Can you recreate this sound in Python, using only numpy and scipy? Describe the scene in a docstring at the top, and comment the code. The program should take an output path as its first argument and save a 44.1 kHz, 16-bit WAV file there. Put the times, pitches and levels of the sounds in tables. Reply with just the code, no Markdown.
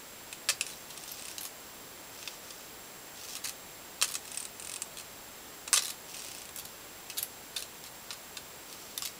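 """Thin metal chains dangle against an upright framed board, drag over its edge and are let down onto it.
Their ends knock on the board, sliding links rattle, slack loops clink as they pile up,
links tick over the edge of the frame and a clasp pings.
The booth is small and dead; a mono camera microphone adds hiss and a thin whine."""
import sys
import numpy as np
from scipy import signal
from scipy.fft import rfft, irfft, next_fast_len
from scipy.io import wavfile

SR = 44100
rng = np.random.default_rng(int(sys.argv[2]) if len(sys.argv) > 2 else 0)


def put_to_file(sound):
    """Save the sound as 16-bit audio at rate SR, in the file named by the first command-line argument."""
    columns = np.atleast_2d(sound).T  # one column per channel
    safe = np.clip(columns, -1, 1)
    whole_steps = np.round(safe * 32767)
    wavfile.write(sys.argv[1], SR, whole_steps.astype(np.int16))


N = 405279


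def amp(db):
    """Decibels to gain."""
    return 10 ** (np.asarray(db) / 20)


def unit_rms(x):
    """Scale to an rms of one."""
    return x / np.sqrt(np.mean(x ** 2) + 1e-20)


def unit_energy(x):
    """Scale to an energy of one."""
    return x / np.sqrt(np.sum(x ** 2) + 1e-20)


def curve_at(points, hz):
    """Interpolate on a log-frequency axis."""
    points_hz, values = np.transpose(points)
    return np.interp(np.log(hz + 1), np.log(points_hz + 1), values)


def add(mix, start_s, sound):
    """Mix a sound in at start_s."""
    part = mix[round(start_s * SR):][:len(sound)]
    part += sound[:len(part)]


def click(colour, body_db=0, sparkle_db=0, patchy_db=0, dispersion=0.04985, size=1024):
    """Causal pulse of one contact; each link has a slightly different colour."""
    signed_hz = np.fft.fftfreq(size, 1 / SR)
    hz = abs(signed_hz)
    db = curve_at(colour, hz) + body_db * curve_at([(4500, 1), (7500, 0)], hz)
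    db += sparkle_db * curve_at([(9000, 0), (12000, 1)], hz)
    db += patchy_db * np.interp(hz, np.linspace(0, SR / 2, 40), rng.standard_normal(40))
    minimum_phase = np.exp(np.conj(signal.hilbert(np.log(amp(db)))))
    # bending waves carry the treble out first: a tiny chirp
    bending = np.exp(-2j * np.pi * dispersion * np.sign(signed_hz) * np.sqrt(hz))
    return np.fft.ifft(bending * minimum_phase).real[:size // 2]


def run_of_links(length_s, gap_s, spread_db, chatter, chatter_s, rise_s):
    """Links land in quick turn and die away, longer clinks swelling first; each chatters as it settles."""
    starts_s = np.arange(0, max(length_s, gap_s / 2), gap_s)
    jitter, weight = rng.standard_normal((len(starts_s), 2)).T
    starts_s[1:] += gap_s * np.clip(jitter[1:] / 4, -.5, .5)
    swell = 1 - np.exp(-(starts_s + gap_s) / rise_s)
    fade = np.exp(-starts_s / max(length_s, gap_s))
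    hits = np.zeros(round((starts_s[-1] + gap_s) * SR) + 256)
    np.add.at(hits, np.round(starts_s * SR).astype(int), swell * fade * amp(spread_db * weight))
    settling = signal.lfilter([1], [1, -np.exp(-1 / (chatter_s * SR))], hits)
    return unit_energy(hits) + chatter * unit_energy(settling * rng.standard_normal(len(hits)) ** 3)


def strike(run, pulse, level_db):
    """One pulse per contact; the total energy, spread over 10 ms, has level_db."""
    return amp(level_db) * np.sqrt(SR / 100) * unit_energy(np.convolve(run, pulse))


def ring(modes):
    """Decaying partials of a struck object, at unit energy."""
    t = np.arange(SR // 10) / SR
    partials = (amp(db) * np.sqrt(width_hz) * np.exp(-np.pi * width_hz * t) * np.cos(2 * np.pi * hz * t)
                for hz, width_hz, db in modes)
    return unit_energy(sum(partials))


# hiss spectrum: freq_hz, density_db
HISS_SPECTRUM = [(15, -16), (45, -5.5), (70, -6), (120, -4.5), (400, -2), (800, -3.5), (1500, -6.5),
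                 (3700, -9.5), (6500, -11), (9000, -14.5), (11200, -11), (13200, -19.5), (14300, -6.5),
                 (15800, -16)]
# whine lines: pitch_hz, width_hz, rms_db
WHINE_LINES = [(6270, 120, -72), (7560, 2, -60), (7590, 8, -69), (7570, 200, -71), (7865, 60, -71),
               (15121, 8, -69), (15150, 4, -65.5)]


def hiss_and_whine(hiss_rms_db=-48.23):
    """Room air and microphone hiss, with narrow wavering lines of whine."""
    size = next_fast_len(N)
    hiss_gain = amp(curve_at(HISS_SPECTRUM, np.fft.rfftfreq(size, 1 / SR)))
    hiss = irfft(rfft(rng.standard_normal(size)) * hiss_gain, size)[:N]
    whine = np.zeros(N)
    for pitch_hz, width_hz, rms_db in WHINE_LINES:
        wander_rad = np.sqrt(2 * np.pi * width_hz / SR) * rng.standard_normal(N)
        phase_rad = np.cumsum(2 * np.pi * pitch_hz / SR + wander_rad)
        whine += amp(rms_db) * unit_rms(np.sin(phase_rad))
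    return amp(hiss_rms_db) * unit_rms(hiss) + whine


# knock spectrum: freq_hz, density_db
KNOCK_SPECTRUM = [(150, -43), (500, -10), (850, -14.5), (1200, -6), (2050, -8.5), (2600, -5.5),
                  (3700, -1.5), (6000, -1), (8500, -0.5), (10500, -5), (13000, -13.5), (15500, -20)]
# landing place, high near the board's middle: time_s, low_mode_bias_db
LANDING_BIAS = [(.5, -7), (2.28, 1), (4.05, -2), (5.75, 0), (8.11, 3.5), (8.37, 2)]
# share of that bias across the spectrum: freq_hz, share
BIAS_SHARE = [(600, 0), (1150, .7), (1700, -.5), (2100, -.2), (2600, -1), (3500, 0)]
# chain ends hitting the board: start_s, level_db, length_s, body_db
END_KNOCKS = [(0.3274, -38.5, .003, -3), (0.488, -26, .001, 8), (0.491, -22.5, .011, 1),
              (0.6102, -27.5, .001, 2), (0.666, -39, .002, -4), (2.2274, -44.5, .003, 12),
              (2.2757, -38, .005, 11), (2.506, -44.5, .002, 3), (4.0144, -28.5, .002, 6),
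              (4.0242, -22, .001, -3.5), (4.0283, -30.5, .002, -3), (4.0414, -31, .004, -6),
              (4.14, -35, .004, -2), (4.1536, -31, .002, -3.5), (5.677, -37, .004, 1.5),
              (5.7302, -20, .001, -2), (5.739, -20.5, 0.015, -0.5), (5.76, -26.5, .005, -2),
              (5.7722, -22.5, .007, 2), (5.7924, -31.5, .003, 1), (8.1057, -36.5, .009, 8),
              (8.37, -38, .004, 4.5)]


def knocks(gain_db=-3.5):
    """A chain end hits the board and links whip on after it; the place sets which mode answers."""
    out = np.zeros(N)
    hz = np.geomspace(100, SR / 2, 120)
    for start_s, level_db, length_s, body_db in END_KNOCKS:
        bias_db = np.interp(start_s, *np.transpose(LANDING_BIAS))
        colour_db = curve_at(KNOCK_SPECTRUM, hz) + bias_db * curve_at(BIAS_SHARE, hz)
        run = run_of_links(length_s, gap_s=.0017, spread_db=3.5,
                           chatter=.8, chatter_s=.00046, rise_s=.00053)
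        pulse = click(np.column_stack([hz, colour_db]), body_db, sparkle_db=.3, patchy_db=.5)
        add(out, start_s, strike(run, pulse, level_db))
    return amp(gain_db) * out


# modes of the board and its fittings: pitch_hz, width_hz, level_db
BOARD_MODES = [(1173, 120, 3.5), (1640, 100, -11), (2566, 70, 7.5), (2720, 65, 1), (3930, 50, -9),
               (4860, 44, -8), (5580, 74, 0), (6320, 69, 3), (7130, 80, -17), (8140, 54, -4),
               (8720, 39, -3), (9630, 42, -20), (10200, 30, -18)]


def board_and_booth(x, ring_db, near_db, near_t60_s, far_db, far_t60_s=.16, echoes_per_s=6000):
    """The board rings briefly; close walls add a quick dense echo, the room a faint longer one."""
    t = np.arange(SR // 10) / SR
    out = x + amp(ring_db) * signal.oaconvolve(x, ring(BOARD_MODES))[:N]
    # four echo patterns crossfade as the contact point moves
    turn_rad = 2 * np.pi * 5.3 * np.arange(N) / SR
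    for share in np.cos(turn_rad), np.sin(turn_rad), np.cos(np.e * turn_rad), np.sin(np.e * turn_rad):
        near, far = rng.choice([-1., 1.], (2, len(t))) * (rng.random((2, len(t))) < echoes_per_s / SR)
        near = near * amp(-60 * t / near_t60_s) * (t > .0004)
        far = far * amp(-60 * t / far_t60_s) * (t > .004)
        far = signal.lfilter(*signal.butter(1, 9000, fs=SR), far)
        echoes = amp(near_db) * unit_energy(near) + amp(far_db) * unit_energy(far)
        out += signal.oaconvolve(x * share / np.sqrt(2), echoes)[:N]
    return out


# rattle spectrum: freq_hz, density_db
SLIDE_SPECTRUM = [(400, -25), (1900, -11), (2600, -4.5), (3800, 0), (5800, 1), (8500, -4.5), (11000, -8),
                  (15500, -7.5)]
# sliding strokes: start_s, fastest_s, end_s, level_db
SLIDE_STROKES = [(.62, .71, 0.83, -55.5), (.8, 1.26, 1.38, -50.5), (2.12, 2.23, 2.39, -51),
                 (2.42, 2.47, 2.7, -54.5), (3.15, 3.272, 3.39, -45), (4.22, 4.39, 4.5, -52.5),
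                 (4.567, 4.703, 4.8, -57), (6.055, 6.196, 6.46, -47.5), (8.648, 8.727, 9.2, -55.5)]


def sliding(contacts_per_s=600, spread_db=3, streams=10):
    """Tiny link contacts rattle as the chain speeds up and slows down over the board."""
    t = np.arange(N) / SR
    envelope = sum(amp(level_db) * np.sqrt(np.interp(t, [start_s, fastest_s, end_s], [0, 1, 0]))
                   for start_s, fastest_s, end_s, level_db in SLIDE_STROKES)
    rattle = np.zeros(N)
    for _ in range(streams):
        contacts = rng.random(N) < contacts_per_s / streams / SR
        force = amp(spread_db * np.minimum(rng.exponential(1, N), 3))
        rattle += signal.oaconvolve(contacts * force, click(SLIDE_SPECTRUM, patchy_db=2.5))[:N]
    return envelope * unit_rms(rattle)


def tumble(start_s, length_s, first_db, bright_db, gap_s=.0105, run_s=.004, fade_db=-4.5, spread_db=2.5):
    """Slack chain falls unevenly, ever more lightly: one clink row per loop."""
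    after_s = np.arange(0, length_s, gap_s)
    jitter, weight = rng.standard_normal((len(after_s), 2)).T
    times_s = start_s + after_s + gap_s * np.clip(jitter / 4, -.5, .5) * (after_s > 0)
    levels_db = first_db + fade_db * after_s / length_s + spread_db * weight
    return [(time_s, level_db, run_s, bright_db) for time_s, level_db in zip(times_s, levels_db)]


# clink spectrum: freq_hz, density_db
CLINK_SPECTRUM = [(300, -40), (1100, -9.5), (1900, -11), (2700, -6), (4000, -0.5), (5500, -3.5), (8000, -3),
                  (10000, -3.5), (13000, -7), (15500, -11.5)]
# slack chain tumbling: start_s, length_s, first_db, bright_db
SLACK_TUMBLES = [(0.679, 0.053, -44, -3), (1.078, 0.019, -42.5, 2), (1.409, 0.067, -39.5, 8),
                 (3.362, .018, -41.5, -2), (3.472, .016, -40.5, -1), (4.077, 0.052, -39.5, 2.5),
                 (4.985, .025, -44, -2), (5.834, .075, -36, -0.5), (6.561, .02, -40.5, 4),
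                 (7.58, 0.023, -36, 0.5), (7.839, 0.039, -48, 0), (9.021, .03, -41, -5)]
# single loops dropping on the heap: start_s, level_db, length_s, bright_db
LOOP_DROPS = [(0.9034, -45, .006, -2), (1.116, -37.5, .006, 11), (1.3819, -35.5, .002, -2),
              (1.4517, -39.5, .002, 1), (3.3536, -37, .001, -2), (3.4406, -34.5, 0.0092, 0),
              (3.4521, -33.5, 0.0066, -5), (3.4933, -36.5, .002, 0), (4.9717, -42, .002, -3),
              (5.8218, -34.5, .005, 0), (6.5841, -36, 0.017, 4.5), (6.6504, -40, .006, 3),
              (7.0997, -37.5, .006, -5), (7.1712, -34.5, .011, -4), (7.181, -28.5, .015, 5),
              (7.2279, -28, 0.0025, 9.5), (7.5626, -32, .01, -7), (7.6242, -37.5, .002, -2),
              (8.129, -41.5, .005, -7), (8.7272, -44, .001, 0), (8.9771, -31.5, .003, 2),
              (9.0519, -32, 0.0096, 0.5), (9.073, -39.5, .003, -4)]


def clinks(gain_db=-2, body_loss=.32):
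    """Slack links land on each other in short runs; brighter clinks have less body."""
    out = np.zeros(N)
    tumbling = [loop for row in SLACK_TUMBLES for loop in tumble(*row)]
    for start_s, level_db, length_s, bright_db in list(LOOP_DROPS) + tumbling:
        run = run_of_links(length_s, gap_s=.0012, spread_db=4,
                           chatter=.91, chatter_s=.00096, rise_s=.0019)
        pulse = click(CLINK_SPECTRUM, -body_loss * bright_db, sparkle_db=bright_db, patchy_db=2.5)
        add(out, start_s, strike(run, pulse, level_db))
    return amp(gain_db) * out


def pull(first_s, last_s, link_s, speedup, mid_db, body_db, speed_db=17, jitter_s=.0006, spread_db=1.1):
    """Links cross the edge, closer and louder as the hand speeds up: one tick row per link."""
    along = np.linspace(0, 1, round((last_s - first_s) / link_s) + 1)
    jitter, weight = rng.standard_normal((len(along), 2)).T
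    elapsed = along + speedup * along * (1 - along) / 2
    times_s = first_s + (last_s - first_s) * elapsed + jitter_s * jitter
    levels_db = mid_db + speed_db * speedup * (along - .5) + spread_db * weight
    return [(time_s, level_db, body_db) for time_s, level_db in zip(times_s, levels_db)]


# tick spectrum: freq_hz, density_db
TICK_SPECTRUM = [(400, -34), (1900, -19), (2600, -15.5), (3400, -14.5), (6000, -13), (7800, -1),
                 (9000, -0.5), (10200, -7), (12000, -18), (15500, -21)]
# links catching and snapping free: start_s, level_db, body_db
LINK_SNAGS = [(0.9758, -41, 10), (1.0374, -43, 6), (4.3741, -33, 1), (4.8198, -30.5, 2.5)]
# steady pulls over the frame's edge: first_s, last_s, link_s, speedup_share, mid_db, body_db
EDGE_PULLS = [(1.195, 1.314, .03, -0.068, -43, 8.5), (4.2538, 4.278, .026, 0, -46, 11),
              (4.318, 4.4539, .027, 0.11, -38.5, 3.5), (4.5976, 4.76, .023, 0.26, -38, 5.5),
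              (6.143, 6.247, .026, -.1, -43, 9.5), (6.284, 6.491, .034, -.15, -45, 8)]


def ticks(gain_db=-5, bounce_s=.0022, bounce_db=-3.5):
    """A link snaps over the edge and bounces once: a high ping, fuller if the frame shares the blow."""
    out = np.zeros(N)
    pulled = [link for row in EDGE_PULLS for link in pull(*row)]
    for start_s, level_db, body_db in list(LINK_SNAGS) + pulled:
        add(out, start_s, strike([1], click(TICK_SPECTRUM, body_db, patchy_db=3), level_db))
        delay_s = bounce_s * rng.uniform(.5, 2)
        bounce = click(TICK_SPECTRUM, body_db, patchy_db=3.5)
        add(out, start_s + delay_s, strike([1], bounce, level_db + bounce_db))
    return amp(gain_db) * out


# clasp modes: pitch_hz, width_hz, level_db
CLASP_MODES = [(3620, 55, 3), (4700, 51, -4), (8750, 100, -15)]
# clasp landings: start_s, level_db
CLASP_LANDINGS = [(2.2758, -41.5), (7.565, -33), (8.3705, -46.5), (8.9773, -39)]


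def clasp():
    """A clasp gives a short pitched ping as it lands."""
    out = np.zeros(N)
    for start_s, level_db in CLASP_LANDINGS:
        add(out, start_s, strike([1], ring(CLASP_MODES), level_db))
    return out


def scene():
    """Chains in the booth at one microphone, the same on both channels."""
    mono = board_and_booth(knocks(), ring_db=-9, near_db=-1, near_t60_s=.043, far_db=-7)
    mono += board_and_booth(clinks() + sliding(), ring_db=-15.5, near_db=-6, near_t60_s=.048, far_db=-6.5)
    mono += board_and_booth(ticks(), ring_db=-10, near_db=-7, near_t60_s=.044, far_db=-11.5)
    return np.tile(mono + clasp() + hiss_and_whine(), (2, 1))


def record(dry):
    """The microphone stage rounds the sharpest peaks; the camera limits the band."""
    ceiling, cutoff_hz = .7, 15750
    rounded = ceiling * np.tanh(dry / ceiling)
    lowpass = signal.firwin(501, cutoff_hz, window=("kaiser", 8), fs=SR)
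    return signal.oaconvolve(rounded, lowpass[None], "same")


dry = scene()
out = record(dry)
put_to_file(out)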